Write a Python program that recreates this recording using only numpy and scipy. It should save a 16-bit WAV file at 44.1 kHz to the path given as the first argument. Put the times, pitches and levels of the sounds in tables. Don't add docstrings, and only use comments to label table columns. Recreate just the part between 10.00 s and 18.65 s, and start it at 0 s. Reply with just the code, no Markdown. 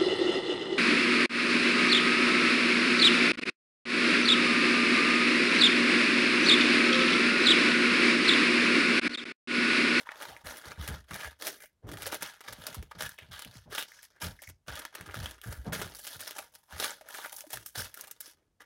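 import sys
import numpy as np
from scipy import signal
from scipy.fft import rfft, irfft, next_fast_len
from scipy.io import wavfile
from scipy.ndimage import uniform_filter1d

SR = 44100
rng = np.random.default_rng(int(sys.argv[2]) if len(sys.argv) > 2 else 0)


def output_pcm(signal):
    pcm = np.clip(np.atleast_2d(signal).T, -1, 1) * 32767
    wavfile.write(sys.argv[1], SR, np.round(pcm).astype(np.int16))


N = 381460

# start t/s, attack/s, hold/s, release t60/s, relative level/dB,
# brightness/(dB/octave), hollow body of the fold/dB, ring of the moving facet f/Hz, ring height/dB
STROKES = [(0.0, 0.0017, 0.0048, 0.16, -50, -1.1, -3.5, 310, 2),
           (0.045, 0.02, 0.083, 0.082, -51.5, -6.2, -32, 900, 8.5),
           (0.134, 0.059, 0.093, 0.44, -46, -2, -5.5, 830, 6),
           (0.439, 0.035, 0.01, 0.54, -41.5, -0.7, 0.5, 1510, 2.5),
           (0.566, 0.008, 0.015, 0.16, -54, 2, -6, 2500, -15),
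           (0.632, 0.027, 0.032, 0.39, -45, -3, -7, 1630, 1.5),
           (0.77, 0.057, 0.11, 0.25, -43.5, -2.6, -12.5, 313, 7.5),
           (1.076, 0.071, 0.12, 0.19, -42, -2, -9, 2062, 4),
           (1.388, 0.084, 0.0056, 0.28, -40, 1.3, 7.5, 4770, 3),
           (1.555, 0.084, 0.0057, 0.12, -63.5, 6.5, 19, 2030, 19.5),
           (1.82, 0.045, 0.064, 0.18, -65.5, -6, 12, 790, 3),
           (1.867, 0.024, 0.24, 0.43, -50, -1.5, -0.5, 340, 5.5),
           (1.986, 0.047, 0.008, 0.6, -42.6, -2.3, -14, 4910, 6),
           (2.112, 0.009, 0.015, 0.12, -35.5, 0.9, 3.5, 2520, 3.5),
           (2.206, 0.0059, 0.057, 0.35, -41.5, -2.5, -19.5, 3900, 0),
           (2.42, 0.061, 0.0092, 0.41, -44.4, -3, -10.5, 4440, 4.5),
           (2.563, 0.089, 0.069, 0.41, -48, -1.0, -1.5, 3150, 4),
           (2.921, 0.091, 0.011, 0.151, -51, -5, -6, 4560, 7),
           (2.981, 0.0071, 0.078, 0.25, -41, -1, -16.5, 1880, 0.5),
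           (3.177, 0.0043, 0.0088, 0.5, -56.5, -2, -2, 2960, 10),
           (3.31, 0.011, 0.049, 0.52, -46, -1.8, -17, 3740, 7.5),
           (3.491, 0.063, 0.008, 0.3, -55, -1.2, -9.5, 5540, 6.5),
           (3.696, 0.028, 0.012, 0.35, -42, -2, -11.5, 389, 9),
           (3.697, 0.1, 0.008, 0.16, -39.5, -0.2, -9.5, 3630, 6),
           (3.851, 0.014, 0.12, 0.54, -60, -1, -17, 5550, 10),
           (4.016, 0.01, 0.02, 0.11, -60, 3.5, -12, 2100, 4),
           (4.09, 0.066, 0.04, 0.2, -69.5, -5, -9.5, 1720, 9),
           (4.199, 0.033, 0.0072, 0.24, -35.5, -0.7, -7, 310, 2),
           (4.371, 0.11, 0.0054, 0.15, -61.0, 0.5, -2, 5900, 13),
           (4.662, 0.024, 0.097, 0.44, -43, -4, -17, 1700, 0),
           (4.936, 0.0075, 0.33, 0.5, -51, -3.5, -14, 326, 12),
           (5.134, 0.006, 0.15, 0.27, -47, -1.5, -16, 330, 13),
           (5.424, 0.018, 0.089, 0.424, -55, 2.3, 10, 1580, 9.5),
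           (5.639, 0.024, 0.019, 0.082, -52.5, -2.5, 7, 310, 2),
           (5.724, 0.005, 0.04, 0.52, -37, -0.9, -1.5, 3610, 1),
           (5.945, 0.005, 0.19, 0.28, -57.5, 5, 12.5, 5410, 2),
           (6.013, 0.055, 0.086, 0.13, -49, 0.2, -7, 4600, 5.5),
           (6.187, 0.014, 0.102, 0.5, -46.5, -0.5, -6.5, 5110, 3.5),
           (6.361, 0.0045, 0.019, 0.22, -43.5, 1.2, 2, 770, 7.5),
           (6.52, 0.0057, 0.0094, 0.85, -68, 3.5, 1, 870, 13.5),
           (6.679, 0.055, 0.187, 0.067, -47.5, -2.0, -13.5, 855, 5.5),
           (6.768, 0.06, 0.023, 0.28, -34, 0, -3, 4500, 3),
           (7.01, 0.06, 0.039, 0.102, -57.9, -3.5, -15, 630, 12.5),
           (7.062, 0.075, 0.14, 0.18, -47.5, 0.9, -7.5, 910, 6),
           (7.309, 0.016, 0.063, 0.38, -55.5, 4.5, 6, 860, 10),
           (7.489, 0.042, 0.0071, 0.39, -46.8, 2, 0.5, 313, 12.5),
           (7.654, 0.009, 0.02, 0.2, -61, 6.5, 5, 6010, 2),
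           (7.747, 0.021, 0.038, 0.25, -37, 0.8, -2, 4930, 3),
           (7.946, 0.053, 0.0062, 0.46, -50, 0.5, 1.5, 1430, 0.5),
           (8.201, 0.0034, 0.1, 0.13, -57, 1.9, -4, 5430, 4.5),
           (8.275, 0.064, 0.088, 0.34, -80.5, -2, 0.5, 338, 11),
           (8.598, 0.011, 0.0063, 0.12, -53, -3, -8.5, 1880, 7)]
# f/Hz, relative density/dB
SHEET_COLOUR = [(60, -23), (170, -9), (350, 3), (620, 2.5), (950, -6.5), (1250, 0.5), (1950, -1),
                (2500, -6), (3200, -4.5), (4400, -9.5), (5300, -7), (7000, -10), (11000, -7.5),
                (16000, -12.5)]
# f/Hz, relative density/dB
AIR_COLOUR = [(30, 10), (100, 5), (330, -8.5), (700, -12), (2000, -21), (6000, -24), (12000, -27),
              (14000, -36)]
# f/Hz, t60/s
KITCHEN_DECAY = [(120, 0.31), (350, 0.075), (800, 0.033), (2000, 0.14), (5500, 0.13), (14000, 0.035)]
# f/Hz, relative gain at resonance/dB, t60/s
COUNTER_MODES = [(185, -3.5, 0.54), (312, -6, 0.19), (371, -1.5, 0.3), (630, -6, 0.047), (935, 7, 0.075),
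                 (1120, -19, 0.37)]
# t/s, level/dB, length of the buckling/s, brightness/(dB/octave),
# ring of the facet f/Hz, ring height/dB
SNAPS = [(0.0905, -37.5, 0.0015, -11, 2100, 11), (0.118, -41, 0.003, -5, 1900, 9),
         (0.222, -42, 0.0034, 0, 840, 12.5), (0.252, -43.5, 0.0037, -10, 900, 11),
         (0.3652, -48.5, 0.0007, -4, 2030, 14), (0.5705, -48, 0.002, 3, 2500, 0),
         (0.639, -52, 0.003, -15, 1640, 10), (0.877, -34.5, 0.011, 1.2, 2790, 5),
         (1.1085, -40, 0.011, -13, 2050, 7), (1.143, -40.3, 0.0015, 1.4, 3800, 6.5),
         (1.4225, -34, 0.0069, -1.5, 4110, 9), (1.4688, -31.5, 0.011, 2.4, 2070, 5.5),
         (1.6367, -48.5, 0.0079, -2, 610, 14), (1.916, -40.3, 0.0087, -1, 310, 24.5),
         (1.972, -39, 0.0067, -4, 1050, 3.5), (2.0214, -36.5, 0.011, 1.3, 2900, 2),
         (2.066, -31.5, 0.011, 1.4, 526, 14), (2.1227, -29, 0.0075, -5.5, 314, 12),
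         (2.2235, -31, 0.011, 1, 350, 11.5), (2.407, -42.5, 0.011, -1.5, 670, 4),
         (2.526, -39, 0.0085, 0.8, 557, 7), (2.667, -35.5, 0.0074, 2.3, 4800, 6.5),
         (2.745, -42.5, 0.0086, 3, 1070, 17.5), (2.8266, -46, 0.0041, -1.0, 340, 20.5),
         (2.9116, -41.5, 0.0093, -4.5, 980, 12), (3.0069, -35, 0.0014, -3, 630, 9),
         (3.022, -31.5, 0.011, 0, 1810, 4), (3.092, -49, 0.0007, 4.5, 1640, 14.5),
         (3.187, -49.5, 0.004, 0, 2260, 20.5), (3.393, -39.5, 0.0047, 0.1, 980, 5),
         (3.421, -42, 0.0021, 1, 3440, 6), (3.4483, -46, 0.0023, 0.8, 2810, 10),
         (3.759, -49.5, 0.0012, 3.5, 5400, 15), (3.7804, -28.6, 0.0042, -2, 2890, 9.5),
         (3.7909, -34, 0.011, 1, 1720, 3), (3.8253, -39, 0.0007, 1.7, 3120, 10),
         (3.918, -57.7, 0.0026, 1.5, 1930, 18), (3.989, -63, 0.0015, -1, 1810, 22),
         (4.0302, -57.5, 0.002, 6, 2100, 13), (4.39, -63, 0.0096, -1, 1920, 25.5),
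         (4.4198, -45, 0.0085, 2, 630, 8.5), (4.436, -53.5, 0.0007, 3, 2120, 19),
         (4.472, -61, 0.0047, 5.5, 2080, 26.5), (4.49, -48.5, 0.011, 2.5, 308, 12),
         (4.7551, -42.5, 0.011, 2, 4250, 0), (4.791, -37, 0.011, 0.5, 314, 10),
         (4.8515, -33, 0.0025, -2.8, 3460, 2), (4.9507, -34.5, 0.0073, -1, 1912, 0.5),
         (5.0103, -42.5, 0.0018, -1, 2040, 6), (5.0899, -40, 0.0075, -17, 350, 8),
         (5.143, -36, 0.011, -2, 1370, 7), (5.2436, -41.5, 0.0076, -1.0, 630, 9),
         (5.2585, -35, 0.0007, -2.3, 3230, 14), (5.3106, -45.5, 0.0015, 1.5, 3200, 5.5),
         (5.4153, -53.5, 0.0033, 3.8, 3100, 13.5), (5.5257, -40.5, 0.0048, 0.5, 680, 7),
         (5.723, -32.5, 0.011, -5.5, 307, 1.5), (5.8156, -29.5, 0.0099, -2.1, 335, 17),
         (5.949, -48.2, 0.0052, 3, 4910, 9), (6.0686, -38.5, 0.0094, 2.3, 3600, 3),
         (6.206, -44, 0.011, 4.5, 530, 9), (6.2775, -48.5, 0.001, 6, 5000, 11),
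         (6.3095, -41, 0.0012, 2.2, 2790, 6), (6.385, -35, 0.0097, -0.3, 2250, 2.5),
         (6.552, -49, 0.0057, 1.5, 5000, 7.5), (6.9063, -40, 0.0007, -4.2, 7450, 21),
         (7.0108, -47, 0.0075, -2, 625, 15), (7.0872, -55.5, 0.0045, 6, 1400, 26),
         (7.1419, -39, 0.0098, -0.8, 1640, 8.5), (7.185, -38.5, 0.0086, -6, 770, 10),
         (7.24, -36.2, 0.011, -11, 1710, 5.5), (7.3268, -43.5, 0.0044, 2.5, 680, 8),
         (7.3646, -58.5, 0.0045, 10, 6070, 8), (7.4074, -44.5, 0.0006, 2.5, 6270, 7),
         (7.439, -57, 0.009, -4, 630, 23), (7.467, -56, 0.0028, -0.8, 322, 26.5),
         (7.504, -45.0, 0.0055, 1.5, 7610, 6), (7.531, -34.5, 0.0107, 3, 770, 15),
         (7.572, -40, 0.0064, 0, 1630, 9), (7.662, -48, 0.0027, 6.0, 1330, 7.5),
         (7.942, -51.5, 0.0058, 6.5, 1800, 15), (7.9727, -55, 0.0033, 6, 1460, 24.5),
         (8.0106, -51.5, 0.0025, 7.5, 5730, 7.5), (8.0723, -47.5, 0.011, 2, 860, 8),
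         (8.112, -46, 0.0043, 5, 6280, 4), (8.2057, -49, 0.0088, 7.5, 7500, 2),
         (8.2775, -57.5, 0.0093, 4, 342, 18)]
# t/s, relative level/dB, length/s, mid-push pitch f/Hz,
# skin drag relative to the throb/dB
PRESSES = [(0.275, -59, 0.066, 107, -10), (0.442, -49.5, 0.041, 85.4, -9.5), (0.663, -48.5, 0.019, 135, 2),
           (0.783, -35.5, 0.032, 89, -12.5), (0.885, -36.5, 0.058, 98, -6.5), (1.11, -43.5, 0.03, 185, 1),
           (1.252, -46, 0.031, 84.4, -15), (1.842, -42.5, 0.048, 114.6, -5), (1.914, -46.5, 0.056, 124, -2),
           (2.018, -52.5, 0.074, 107.4, -8), (2.21, -53.5, 0.0356, 221, 4), (2.479, -54.5, 0.063, 107, 2),
           (2.588, -50.5, 0.016, 113, -6), (2.693, -51.5, 0.011, 194, 11), (2.771, -37.5, 0.037, 80, -10),
           (2.955, -49.5, 0.02, 154, -3), (3.026, -46.5, 0.032, 114.5, -3), (3.223, -53, 0.02, 84, -2),
           (3.289, -51.5, 0.051, 106, -6.5), (3.459, -48.5, 0.015, 142, 2),
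           (3.557, -49.5, 0.03, 114.5, -17), (3.662, -51.5, 0.04, 100, 2.5), (4.231, -38, 0.052, 96, 0.5),
           (4.481, -48.5, 0.026, 99, -14), (4.68, -44.5, 0.055, 86.7, -1), (5.001, -48.5, 0.027, 122, 6.5),
           (5.077, -47, 0.028, 109, -16), (5.163, -38.5, 0.086, 94.3, -4), (5.463, -37, 0.045, 104.3, -7.5),
           (5.582, -38, 0.032, 70.4, -20), (5.666, -34.5, 0.031, 161, 14),
           (5.704, -43.5, 0.083, 142.4, -1.5), (5.786, -45.5, 0.087, 122, 1), (6.152, -52.5, 0.023, 122, 3),
           (6.73, -45.5, 0.032, 100, -5), (7.535, -54.5, 0.067, 128, -11), (7.776, -42, 0.033, 108, -7.5)]
EDGE_HZ = 16000


def gain_of(db):
    return 10 ** (np.asarray(db) / 20)


def evened(x):
    return x / np.sqrt(np.mean(x ** 2) + 1e-20)


def read(points, hz):
    f, value = np.transpose(points)
    return np.interp(np.log(hz + 1), np.log(f), value)


def add(mix, start_s, sound):
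    part = mix[max(round(start_s * SR), 0):][:len(sound)]
    part += sound[:len(part)]


def wander(per_s):
    knots = rng.standard_normal(N // 20)
    return evened(np.interp(np.arange(N) * per_s / SR, np.arange(len(knots)), knots))


def causal(db, size=1024):
    log_gain = np.log(gain_of(np.r_[db, db[-2:0:-1]]))
    spectrum = np.exp(np.conj(signal.hilbert(log_gain)))
    return irfft(spectrum[:len(db)])[:size]


def colour(points, hz):
    db = read(points, hz)
    return db - 10 * np.log10(np.mean(gain_of(db) ** 2))


def facet(hz, bright, body_db, ring_hz, ring_db, body_hz=750, width_octaves=0.42):
    tilt = bright * np.log2(np.clip(hz, 400, 13000) / 2200)
    body = body_db / (1 + (hz / body_hz) ** 4)
    ring = ring_db * np.exp(-(np.log2((hz + 1) / ring_hz) / width_octaves) ** 2)
    return tilt + body + ring


def buckles(per_s=3200, spread_db=3.0, ring_s=0.00085, ring_db=9, count=24, size=512):
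    t, hz = np.arange(size) / SR, np.fft.rfftfreq(size, 1 / SR)
    sizes = gain_of(spread_db * np.minimum(rng.exponential(1, N), 4.5)) * rng.choice([-1, 1], N)
    sizes *= rng.random(N) < per_s / SR
    patch, out = rng.integers(0, count, N), np.zeros(N)
    for k, ring_hz in enumerate(np.geomspace(500, 14000, count)):
        crack = rng.standard_normal(size) * np.exp(-t / ring_s)
        grain = np.convolve(crack / np.linalg.norm(crack), causal(facet(hz, 0, 0, ring_hz, ring_db)))
        out += signal.oaconvolve(sizes * (patch == k), grain[:size])[:N]
    return evened(out)


def avalanches(per_s=75, spread_db=4.5, fade_s=0.0053, steady=0.47):
    energy = gain_of(spread_db * np.minimum(rng.exponential(1, N), 3)) ** 2
    energy *= rng.random(N) < per_s / SR
    activity = signal.lfilter([1], [1, -np.exp(-1 / (fade_s * SR))], energy)
    activity = steady + activity / activity.mean()
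    return np.sqrt(activity / uniform_filter1d(activity, size=3000))


def ticks(per_s=40, spread_db=3, thin=.7):
    sizes = gain_of(spread_db * np.minimum(rng.exponential(1, N), 3)) * (rng.random(N) < per_s / SR)
    return evened(signal.lfilter([1, -thin], [1], sizes))


def stroke(t, attack_s, hold_s, release_s):
    rise = np.clip(t / attack_s, 0, 1)
    return rise * gain_of(-60 * np.maximum(t - attack_s - hold_s, 0) / release_s)


def rustle(level_db=-0.82, ticks_db=-10, hiss=0.17, patch_db=2.5, patches_per_s=70, count=34):
    t, hz = np.arange(N) / SR, np.fft.rfftfreq(1024, 1 / SR)
    drive = evened((buckles() + hiss * rng.standard_normal(N)) * avalanches())
    drive = drive + gain_of(ticks_db) * ticks()
    size = next_fast_len(N)
    sheet = rfft(signal.oaconvolve(drive, causal(colour(SHEET_COLOUR, hz)))[:N], size)
    centres_hz = np.geomspace(200, 15000, count)
    coarse_t = t[::32]
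    power = np.zeros((count, len(coarse_t)))
    for s, attack_s, hold_s, release_s, db, bright, body_db, ring_hz, ring_db in STROKES:
        gain = gain_of(db + facet(centres_hz, bright, body_db, ring_hz, ring_db))
        power += np.outer(gain, stroke(coarse_t - s, attack_s, hold_s, release_s)) ** 2
    place = np.interp(np.fft.rfftfreq(size, 1 / SR), centres_hz, np.arange(count))
    out = np.zeros(N)
    for k, centre_hz in enumerate(centres_hz):
        band = irfft(sheet * np.maximum(1 - abs(place - k), 0), size)[:N]
        bending_db = patch_db * wander(patches_per_s) / (1 + centre_hz / 9000)
        out += band * np.interp(t, coarse_t, np.sqrt(power[k])) * gain_of(bending_db)
    return gain_of(level_db) * out


def kitchen(x, near_db=-6.5, near_s=0.0036, room_db=-13.5, size=22050):
    t = np.arange(size) / SR
    near, far = rng.standard_normal((2, size)) * (rng.random((2, size)) < 3000 / SR)
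    near *= (t > .001) * np.exp(-t / near_s)
    hz, frame_s, z = signal.stft(far * (t > .007), SR, nperseg=256)
    decay_db = -60 * frame_s / read(KITCHEN_DECAY, hz)[:, None]
    tail = signal.istft(z * gain_of(decay_db), SR, nperseg=256)[1][:size]
    echoes = gain_of(near_db) * near / np.linalg.norm(near)
    echoes = echoes + gain_of(room_db) * tail / np.linalg.norm(tail)
    return x + signal.fftconvolve(x, echoes)[:N]


def counter(x):
    out = np.zeros(N)
    for hz, db, t60_s in COUNTER_MODES:
        q = np.pi * hz * t60_s / np.log(1000)
        out += gain_of(db) * signal.lfilter(*signal.iirpeak(hz, q, SR), x)
    return out


def air(level_db=-76.5):
    hz = np.fft.rfftfreq(N, 1 / SR)
    noise = irfft(rfft(rng.standard_normal(N)) * gain_of(read(AIR_COLOUR, hz)), N)
    return gain_of(level_db) * evened(noise)


def snaps(ring_octaves=0.35, damped_hz=150, body_db=-9, body_octaves=2.6, ring_s=0.008, ring=0.2,
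          release_s=0.00087, jerks_per_s=450, first_jerk=1.2, size=2048):
    t, hz = np.arange(size) / SR, np.fft.rfftfreq(size, 1 / SR)
    unit = np.sqrt(.005 * SR)
    paper, out = colour(SHEET_COLOUR, hz), np.zeros(N)
    dying = np.exp(-t / release_s) + ring * np.exp(-t / ring_s)
    for s, db, length_s, bright, ring_hz, ring_db in SNAPS:
        jerks = rng.uniform(0.75, 1, size) * (rng.random(size) < jerks_per_s / SR) * (t < length_s)
        jerks[0] = first_jerk
        force = np.sqrt(np.convolve(jerks ** 2, dying ** 2)[:size])
        spectrum = rfft(force * rng.standard_normal(size))
        crack = irfft(spectrum / (abs(spectrum) + 1e-9) ** 0.32)[:size // 2]
        width_octaves = ring_octaves * (1 + damped_hz / ring_hz)
        thin_db = body_db + body_octaves * bright
        patch = facet(hz, bright, thin_db, ring_hz, ring_db, width_octaves=width_octaves)
        sound = signal.fftconvolve(crack / np.linalg.norm(crack), causal(paper + patch))
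        add(out, s, gain_of(db) * unit * sound)
    return out


def presses(level_db=-1, drag_hz=190, sag=0.42, wobble=.25, damp_s=0.033, weight_db=-8, weight_hz=56,
            scuff_db=-8, scuff_hz=440, size=12000):
    t, out = np.arange(size) / SR, np.zeros(N)
    dull = signal.butter(2, [drag_hz * 0.37, drag_hz * 1.03], "band", fs=SR, output="sos")
    papery = signal.butter(2, [scuff_hz * .6, scuff_hz * 1.7], "band", fs=SR, output="sos")
    for s, db, length_s, hz, drag_db in PRESSES:
        phase = np.minimum(t / length_s, 1)
        force = np.sin(np.pi * phase * .85) ** 0.28 * np.exp(-np.maximum(t - length_s, 0) / damp_s)
        unsteady = wobble * evened(uniform_filter1d(rng.standard_normal(size), 300))
        pitch_hz = hz * np.exp(sag * (.5 - phase) + unsteady)
        throb = np.sin(2 * np.pi * (np.cumsum(pitch_hz) / SR + rng.random()))
        skin = rng.standard_normal(size)
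        scuff = evened(signal.sosfilt(papery, skin ** 3))
        drag = evened(signal.sosfilt(dull, skin)) + gain_of(scuff_db) * scuff
        arm_hz = weight_hz * rng.uniform(.85, 1.15)
        weight = t * np.exp(-t / (0.64 * length_s)) * np.sin(2 * np.pi * (arm_hz * t + rng.random()))
        thud = evened(force * throb) + gain_of(drag_db) * evened(force * drag)
        thud = thud + gain_of(weight_db) * evened(weight)
        add(out, s - .004, gain_of(db + level_db) * evened(thud) * np.sqrt(np.mean(force ** 2)))
    return out


def scene():
    sheet = rustle() + snaps()
    turn = np.pi * np.arange(N) / SR * 2.3
    shares = [np.sin(turn + k * np.pi / 3) ** 2 / 1.5 for k in range(3)]
    paper = sum(kitchen(sheet * share) for share in shares)
    palms = presses()
    steel = gain_of(-3.5) * counter(paper + 0.39 * palms)
    return (paper + palms + steel + air())[None]


def record(dry, low_cut_hz=40):
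    thin = signal.sosfilt(signal.butter(3, low_cut_hz, "high", fs=SR, output="sos"), dry)
    band_limit = signal.firwin(255, EDGE_HZ, window=("kaiser", 8), fs=SR)
    return signal.oaconvolve(thin, band_limit[None], "same")


dry = scene()
out = record(dry)
output_pcm(out)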